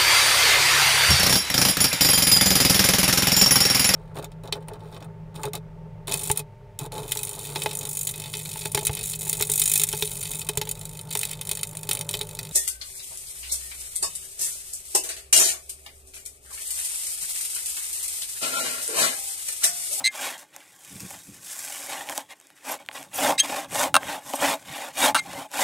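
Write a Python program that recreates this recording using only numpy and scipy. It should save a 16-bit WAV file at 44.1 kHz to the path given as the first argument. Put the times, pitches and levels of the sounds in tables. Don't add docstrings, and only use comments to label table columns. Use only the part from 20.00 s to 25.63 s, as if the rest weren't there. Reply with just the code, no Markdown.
import sys
import numpy as np
from scipy import signal
from scipy.fft import rfft, irfft, next_fast_len
from scipy.io import wavfile
from scipy.ndimage import uniform_filter1d, map_coordinates

SR = 44100
rng = np.random.default_rng(int(sys.argv[2]) if len(sys.argv) > 2 else 0)


def unload_wav(signal):
    wavfile.write(
        sys.argv[1],
        SR,
        np.round(np.clip(np.atleast_2d(signal).T, -1, 1) * 32767).astype(np.int16),
    )


N = 248283
TOP_HZ = 15780
JUDDER_DB, JUDDER_HZ = 1.1, 35


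def strokes():
    judder = wobble(JUDDER_HZ)
    chip_gain, rasp_gain, board_gain = (
        gain * amp(JUDDER_DB * depth * judder) for gain, depth in zip(stroke_gains(), (.8, 1.1, .9)))
    teeth_hz = np.clip(280 * (board_gain / amp(-21.5)) ** .2, 70, 320)
    teeth = unit(pulses(teeth_hz, np.full(N, .4), scatter_db=5) / np.sqrt(teeth_hz))
    gate = unit(through(teeth, np.exp(-np.arange(400) / (.0031 * SR))))
    board, rasp, chips = bodies()
    drum = through(board_gain * unit(.72 * teeth + grit(spiky_db=4.5)), board)
    tear = through(rasp_gain * unit((1 + .5 * gate) * grit(spiky_db=1.5)), rasp)
    spray = (1 + .28 * gate) * grit(spiky_db=1.7) + splinters()
    hiss = through(chip_gain * unit(spray), chips)
    return shifting(drum, depth_db=1.5) + shifting(tear, depth_db=3.3) + shifting(hiss, depth_db=1.6)


# start_s, fastest_s, stop_s, chip_db, rasp_re_chip_db,
# board_re_chip_at_start_db, board_re_chip_at_stop_db, growth (power of gain with speed, no unit)
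ARM_STROKES = [(-0.053, -0.04, 0.063, -35.5, -1.5, 7.0, 11.0, 3.5),
               (0.097, 0.221, 0.391, -34.0, 1.5, -7.0, 0.5, 1.3),
               (0.37, 0.381, 0.51, -45.0, -2.0, -13.0, 10.5, 4.4),
               (0.531, 0.546, 0.807, -55.0, 1.5, -1.0, -22.0, 0.7),
               (0.738, 1.064, 1.26, -43.0, -2.0, -14.0, -20.5, 0.9),
               (1.036, 1.136, 1.232, -53.0, -0.5, 6.5, 5.0, 3.8),
               (1.232, 1.231, 1.465, -48.5, -2.0, -29.0, -14.5, 0.4),
               (1.407, 1.604, 2.08, -36.5, -3.0, -23.5, -1.0, 0.5),
               (1.878, 1.923, 2.048, -42.0, 3.0, 0.0, 4.0, 0.6),
               (2.048, 2.123, 2.147, -39.0, -3.0, 2.0, 2.0, 1.0),
               (2.112, 2.169, 2.275, -38.5, -4.0, -10.0, 7.5, 4.5),
               (2.257, 2.317, 2.363, -48.5, 4.0, -2.0, -1.0, 4.4),
               (2.554, 2.568, 2.625, -56.5, 3.5, -15.0, -17.5, 0.4),
               (2.584, 2.714, 2.809, -35.0, -3.0, 1.0, 5.0, 3.8),
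               (2.775, 2.807, 2.844, -54.0, -1.0, 0.5, 14.0, 2.4),
               (2.89, 2.968, 3.099, -44.0, -3.0, -5.0, 4.5, 1.9),
               (2.938, 2.962, 2.988, -44.0, 6.5, 0.5, 7.5, 1.2),
               (3.074, 3.262, 3.391, -27.5, -2.0, -4.5, 13.5, 2.8),
               (3.39, 3.564, 3.681, -36.0, 0.5, -4.0, 10.5, 1.7),
               (3.414, 3.456, 3.478, -35.0, -0.5, -1.0, 2.5, 1.6),
               (3.638, 3.804, 3.942, -27.0, -3.5, -5.0, 13.0, 4.0),
               (3.953, 4.109, 4.245, -39.5, -0.5, 7.0, 5.5, 2.1),
               (4.183, 4.368, 4.391, -37.0, -4.5, 4.0, -8.0, 2.0),
               (4.312, 4.47, 4.613, -28.5, -1.5, 6.5, 8.0, 3.6),
               (4.57, 4.612, 4.635, -51.5, 0.5, -1.0, -3.0, 0.6),
               (4.616, 4.806, 4.931, -41.5, 1.5, -2.0, 5.5, 1.1),
               (4.874, 5.053, 5.158, -23.0, -1.5, -6.5, 11.0, 4.8),
               (5.164, 5.395, 5.475, -45.0, 1.0, -1.0, 7.5, 0.8),
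               (5.452, 5.704, 5.715, -21.0, -1.5, 2.5, 0.0, 3.8)]
# chip_db, rasp_db, board_db
RUBBING_DB = (-63, -63, -69)
RASP_FOLLOWS = .36


def stroke_gains():
    t = np.arange(N) / SR
    power = np.zeros((3, N)) + amp(RUBBING_DB)[:, None] ** 2
    for start, fastest, stop, chip_db, rasp_db, first_db, last_db, growth in ARM_STROKES:
        turn_points = [start, max(fastest, start + 1e-3), stop]
        speed = np.sin(np.pi / 2 * np.interp(t, turn_points, [0, 1, 0]))
        bite_db = np.interp(t, [start, stop], [first_db, last_db])
        levels_db = chip_db + np.array([0 * t, rasp_db + RASP_FOLLOWS * bite_db, bite_db])
        power += (speed ** growth * amp(levels_db)) ** 2
    return np.sqrt(power)


# pitch_hz, width_hz, level_db
BOARD_MODES = [(278, 32, -4.5), (560, 33.5, -3), (648, 36.6, 1), (776, 67, -1.5), (855, 30.3, 4),
               (916, 32, -3.5), (1072, 33, -3.5), (1152, 33, -12)]
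# pitch_hz, level_db
BOARD_BOOM = [(120, -40), (240, -21), (420, -11.5), (560, -0.5), (900, 1.5), (1300, -3), (2500, -21)]
# pitch_hz, width_hz, level_db
BLADE_MODES = [(1617, 24, -3), (1706, 15, 5), (1890, 13.3, -9), (2109, 28, 9.5), (2414, 38, 2),
               (2620, 55, -3), (3227, 37, 2), (3784, 52, 2), (4100, 135, 3.5), (4780, 56, 3), (6437, 69, 2),
               (7970, 110, 5), (8560, 89, 2.5), (9540, 93, -4), (12150, 120, -13)]
# pitch_hz, level_db (per Hz)
RASP_COLOUR = [(590, -23), (1000, -14), (1110, -3.5), (1290, -16.5), (1400, -7.5), (2110, -6), (3720, -10),
               (4110, -17), (5500, -17), (7150, -30), (12100, -120)]
# pitch_hz, level_db (per Hz)
CHIP_COLOUR = [(2240, -17), (3800, -11), (4100, -10.5), (5020, -3.5), (6110, -1.5), (6720, 0.5), (8270, 2),
               (9710, -2), (12700, -4.5), (15200, -15.5), (15700, -14)]


def bodies():
    tilt = colour([(120, -24.5), (250, -3.5), (1200, -6), (2500, -27.5)])
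    modes = signal.fftconvolve(ringing(BOARD_MODES), tilt)[:2 ** 12]
    board = modes / np.linalg.norm(modes) + .55 * colour(BOARD_BOOM)
    rasp = colour(RASP_COLOUR) + .35 * ringing(BLADE_MODES[:9])
    return board / np.linalg.norm(board), rasp / np.linalg.norm(rasp), colour(CHIP_COLOUR)


def grit(spiky_db):
    bursts_db = spiky_db * wobble(900) + .6 * spiky_db * wobble(90)
    return unit(amp(bursts_db) * rng.standard_normal(N))


SPLINTERS_PER_S = 50
SPLINTER_DB, SPLINTER_SPREAD_DB = 11, 8


def splinters():
    draw = rng.random((N, 2))
    size = amp(SPLINTER_DB + SPLINTER_SPREAD_DB * draw[:, 1])
    ticks = (draw[:, 0] < SPLINTERS_PER_S / SR) * size
    burst = amp(-60 * np.arange(60) / (.0015 * SR)) * rng.standard_normal(60)
    return through(ticks, np.diff(burst) / 2)


def shifting(x, depth_db):
    grid = dict(nperseg=2 ** 10, noverlap=3 * 2 ** 8)
    spectrum = signal.stft(x, **grid)[2]
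    drift = uniform_filter1d(rng.standard_normal(spectrum.shape), size=4, axis=0)
    drift = uniform_filter1d(drift, size=9, axis=1)
    gain = unit(amp(depth_db * unit(drift)))
    return signal.istft(spectrum * gain, **grid)[1][:N]


# start_s, crack_peak_db, board_peak_re_crack_db, chip_peak_re_crack_db
CAUGHT_TEETH = [(0.5635, -30, -10, 7.5), (1.0048, -41, -13, 18), (1.4475, -50, -15, 21),
                (1.4655, -52, -15, 22), (2.0892, -18.5, -11.5, -12), (2.097, -18, -6, 0.5),
                (2.1252, -27, -0.5, -1), (2.1779, -18.5, -3, 6), (2.4004, -44, -16, 11),
                (2.4124, -45, -7, 8), (2.47, -55, -19, 19), (2.5032, -38.5, -17, -3),
                (2.8624, -38.5, -11, 2), (2.888, -14, -15, -26), (2.914, -26, -15, -15),
                (3.0286, -32, -30, 2), (4.0316, -19, -20, -20), (4.2631, -34.5, 0.5, -1),
                (4.3365, -22, 10.5, -8), (4.6513, -40, -18, -3), (5.0367, -14, 0, -5),
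                (5.1674, -11, -25, -14), (5.5154, -45, -5, 17)]
# pitch_hz, level_db
CRACK_COLOUR = [(300, -30), (700, -10), (1700, 0), (3300, -6), (5000, -20), (9000, -34)]


def catches():
    out, t = np.zeros(N + SR), np.arange(200) / SR
    board, rasp, chips = bodies()
    crack = colour(CRACK_COLOUR) + .3 * rasp
    for s, db, board_db, chip_db in CAUGHT_TEETH:
        # response, peak level in dB, time for the burst to fall 60 dB in s
        parts = [(board, db + board_db, .002), (crack, db, .002), (chips, db + chip_db, .006)]
        for response, level_db, t60 in parts:
            burst = amp(-60 * t / t60) * rng.standard_normal(len(t))
            hit = signal.fftconvolve(burst, response)
            out[round(s * SR):][:len(hit)] += amp(level_db) * hit / np.abs(hit).max()
    return out[:N]


# [start_s, slips_hz, level_db]
STICK_SLIPS = [(-7, .13, .7, [(.0365, 2020, -55), (.041, 2020, -26), (.058, 2060, -22), (.078, 2090, -24),
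               (.086, 2120, -60)]), (-4, .09, .1, [(3.377, 1750, -55), (3.380, 1800, -24),
               (3.383, 1900, -24), (3.385, 2400, -23), (3.396, 2750, -18), (3.399, 3200, -10),
               (3.407, 3200, -18), (3.414, 3180, -45)]), (0, .02, 0, [(3.9425, 90, -15), (3.965, 88, -16.5),
               (3.969, 22, -19), (3.992, 22, -40)]), (18, .33, .1, [(5.1465, 250, -17.5),
               (5.156, 300, -18.5), (5.168, 500, -22.5), (5.182, 2120, -30), (5.197, 2120, -29),
               (5.203, 2100, -55)])]
# pitch_hz, level_db
CREAK_COLOUR = [(200, -64), (500, -5.5), (800, -1.5), (1400, 6), (3000, -1), (5500, -4.5), (9000, -11.5),
                (15000, -28)]
# pitch_hz, width_hz, level_db
KNOT_MODES = [(770, 103, 0.5), (1330, 170, 0.5), (1585, 33, -2.5), (2710, 92, -5.5), (3830, 167, -11.5),
              (9040, 570, -8.5)]
# pitch_hz, level_db
SCREECH_COLOUR = [(700, -47.5), (1500, -9.5), (2200, 1.5), (3000, -9), (4100, 11), (5500, -6), (8300, -5),
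                  (11000, -15.5), (15000, -28.5)]
LOCK_HZ, STEEL_FREE_DB, WOOD_LOCKED_DB = 1100, -16, -20
THROB_HZ = 128
TEAR_S = .0015


def binding():
    slip_hz, level_db = curves(np.concatenate([bind[-1] for bind in STICK_SLIPS]))
    locked = 1 / (1 + (LOCK_HZ / slip_hz) ** 4)
    wood, steel, fibres = np.zeros(N), np.zeros(N), grit(spiky_db=3)
    for wood_db, uneven, throb, rows in STICK_SLIPS:
        stuck = slice(round(rows[0][0] * SR), round(rows[-1][0] * SR))
        hz, lock = slip_hz[stuck], locked[stuck]
        t = np.arange(len(hz)) / SR
        slips = pulses(hz, np.full(len(hz), uneven), scatter_db=.5) * np.sqrt(SR / hz)
        tail = np.exp(-np.arange(600) / (TEAR_S * SR))
        tearing = unit(signal.fftconvolve(np.abs(slips), tail)[:len(hz)])
        slips = slips + (.42 + .5 * (1 - lock) * tearing) * fibres[stuck]
        slips *= amp(level_db[stuck]) * (1 + throb * np.cos(2 * np.pi * THROB_HZ * t))
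        wood[stuck] = slips * amp((WOOD_LOCKED_DB + wood_db) * lock)
        steel[stuck] = slips * amp(STEEL_FREE_DB * (1 - lock))
    creak = .42 * colour(CREAK_COLOUR) + ringing(KNOT_MODES) + .33 * bodies()[0]
    squeal = .79 * colour(SCREECH_COLOUR) + ringing(BLADE_MODES)
    return through(wood, creak) + through(steel, squeal)


# middle_s, pitch_hz, brightest_hz, level_db, half_length_s
TOOTH_SQUEAKS = [(2.322, 2100, 2100, -41, .02), (2.719, 6100, 11000, -26, .014),
                 (3.145, 3480, 9500, -32, .014), (3.160, 2900, 8500, -29, .016),
                 (3.179, 3000, 16000, -29.5, .018), (3.197, 3080, 12300, -34, .008),
                 (4.335, 3003, 3000, -31.5, .008), (4.36, 2930, 8800, -31, .015),
                 (5.376, 2100, 2100, -37.5, .025)]
OVERTONE_DB = -18


def squeaks():
    draw = rng.random((260, 4))
    when = .057 + draw[:, 0] * (N / SR - .1)
    small_hz = 1500 * 2.6 ** draw[:, 1]
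    rasp_db = 20 * np.log10(stroke_gains()[1][(when * SR).astype(int)])
    small = np.c_[when, small_hz, small_hz, rasp_db - 6 + 8 * draw[:, 2], .006 + .012 * draw[:, 3]]
    out, order = np.zeros(N), np.arange(1, 6)[:, None]
    for s, hz, bright_hz, db, half_s in [*TOOTH_SQUEAKS, *small]:
        u = np.linspace(-1, 1, round(2 * half_s * SR))
        waver = uniform_filter1d(rng.standard_normal(len(u)), size=40) * np.sqrt(40)
        pitch = hz * (1 + .018 * u + .015 * waver)
        share = amp(OVERTONE_DB * np.log2(order * hz / bright_hz) ** 2) * (order * hz < TOP_HZ)
        tone = np.sum(share * np.sin(2 * np.pi * order * np.cumsum(pitch) / SR), axis=0)
        out[round((s - half_s) * SR):][:len(u)] += amp(db) * np.exp(-6 * u ** 2) * tone
    return out


def outdoors():
    return breeze() + air()


# start_s, level_db
BREEZE_LEVEL = [(0, -52), (.09, -68), (.88, -66), (.96, -44), (1.18, -58), (1.33, -47), (1.57, -72),
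                (2.0, -61), (2.5, -76), (3.25, -50), (3.63, -56), (3.73, -38), (3.8, -50), (4.01, -39),
                (4.23, -63), (4.38, -60), (4.45, -39), (4.58, -58), (4.72, -42), (4.78, -61), (5.08, -56),
                (5.2, -41), (5.36, -47), (5.53, -66), (5.63, -46)]
# pitch_hz, level_db (per Hz)
PUFF_COLOUR = [(13, -82), (22, -37), (38, -14.5), (108, -4.5), (188, -2), (237, -16), (275, -7.5),
               (400, -20.5), (520, -19), (880, -120)]


def breeze():
    lumps = amp(5 * wobble(24) + 1.5 * wobble(7))
    wind = lumps * through(rng.standard_normal(N), colour(PUFF_COLOUR))
    return amp(curves(BREEZE_LEVEL)[0]) * unit(wind)


# pitch_hz, level_db (per Hz)
AIR_COLOUR = [(59, -36), (100, -29), (294, 25.5), (865, 7), (1270, 10), (2190, 10), (4140, -3),
              (8320, -29.5), (15700, -40)]
AIR_DB = -68


def air():
    return amp(AIR_DB) * through(rng.standard_normal(N), colour(AIR_COLOUR))


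def amp(db):
    return 10 ** (np.asarray(db) / 20)


def unit(x):
    return x / np.sqrt(np.mean(x ** 2) + 1e-20)


def along(points, hz):
    f, v = np.transpose(points)
    return np.interp(np.log(hz + 1), np.log(f + 1), v)


def curves(rows):
    s, *cols = np.transpose(rows)
    return [np.interp(np.arange(N) / SR, s, c) for c in cols]


def wobble(rate):
    knots = rng.standard_normal(int(N * rate / SR) + 4)
    return map_coordinates(knots, [np.arange(N) * rate / SR])


def colour(points):
    size = 2 ** 12
    gain = amp(along(points, np.fft.rfftfreq(size, 1 / SR)))
    cepstrum = irfft(np.log(gain + 1e-6), size)
    cepstrum[1:size // 2] *= 2
    cepstrum[size // 2 + 1:] = 0
    h = irfft(np.exp(rfft(cepstrum)), size)
    return h / np.linalg.norm(h)


def ringing(modes):
    t, h = np.arange(2 ** 12) / SR, 0
    for k, (hz, width, db) in enumerate(modes):
        decay = np.exp(-np.pi * width * t)
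        h = h + (-1) ** k * amp(db) * width * decay * np.sin(2 * np.pi * hz * t)
    return h / np.linalg.norm(h)


def through(x, h):
    return signal.fftconvolve(x, h)[:N]


def pulses(rate_hz, uneven, scatter_db):
    n, turns = len(rate_hz), np.cumsum(rate_hz) / SR
    draw = rng.standard_normal((int(turns[-1]) + 1, 2))
    at = np.interp(np.arange(len(draw)), turns, np.arange(n))
    k = at.astype(int)
    at = np.clip(at + uneven[k] * draw[:, 0] * SR / rate_hz[k] / 2, 8, n - 9)
    taps = at.astype(int)[:, None] + np.arange(-7, 9)
    offset = taps - at[:, None]
    shape = np.sinc(offset) * np.cos(np.pi * offset / 16) ** 2
    return np.bincount(taps.ravel(), (shape * amp(scatter_db * draw[:, 1:])).ravel(), n)


# pitch_hz, level_db
SIDE_FILTER = [(60, -28), (200, -30), (700, -44), (1500, -29), (5000, -26), (15000, -22)]


def scene():
    sharp = catches() + binding() + squeaks()
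    mid = strokes() + sharp + outdoors()
    smear = amp(-60 * np.arange(2 ** 11) / SR / .02) * rng.standard_normal(2 ** 11)
    smeared = through(sharp, smear / np.linalg.norm(smear))
    size = next_fast_len(N + SR // 4)
    side_gain = amp(along(SIDE_FILTER, np.fft.rfftfreq(size, 1 / SR)))
    side = irfft(rfft(smeared, size) * side_gain, size)[:N]
    side += amp(-11.5) * air() + amp(-28) * breeze()
    return np.array([mid + side, mid - side])


def record(dry):
    soft = dry / (1 + np.abs(dry) ** 6) ** (1 / 6)
    size = next_fast_len(N + SR // 4)
    hz = np.fft.rfftfreq(size, 1 / SR)
    low_cut = (1j * hz / (70 + 1j * hz)) ** 2
    return irfft(rfft(soft, size) * low_cut * (hz < TOP_HZ), size)[:, :N]


dry = scene()
out = record(dry)
unload_wav(out)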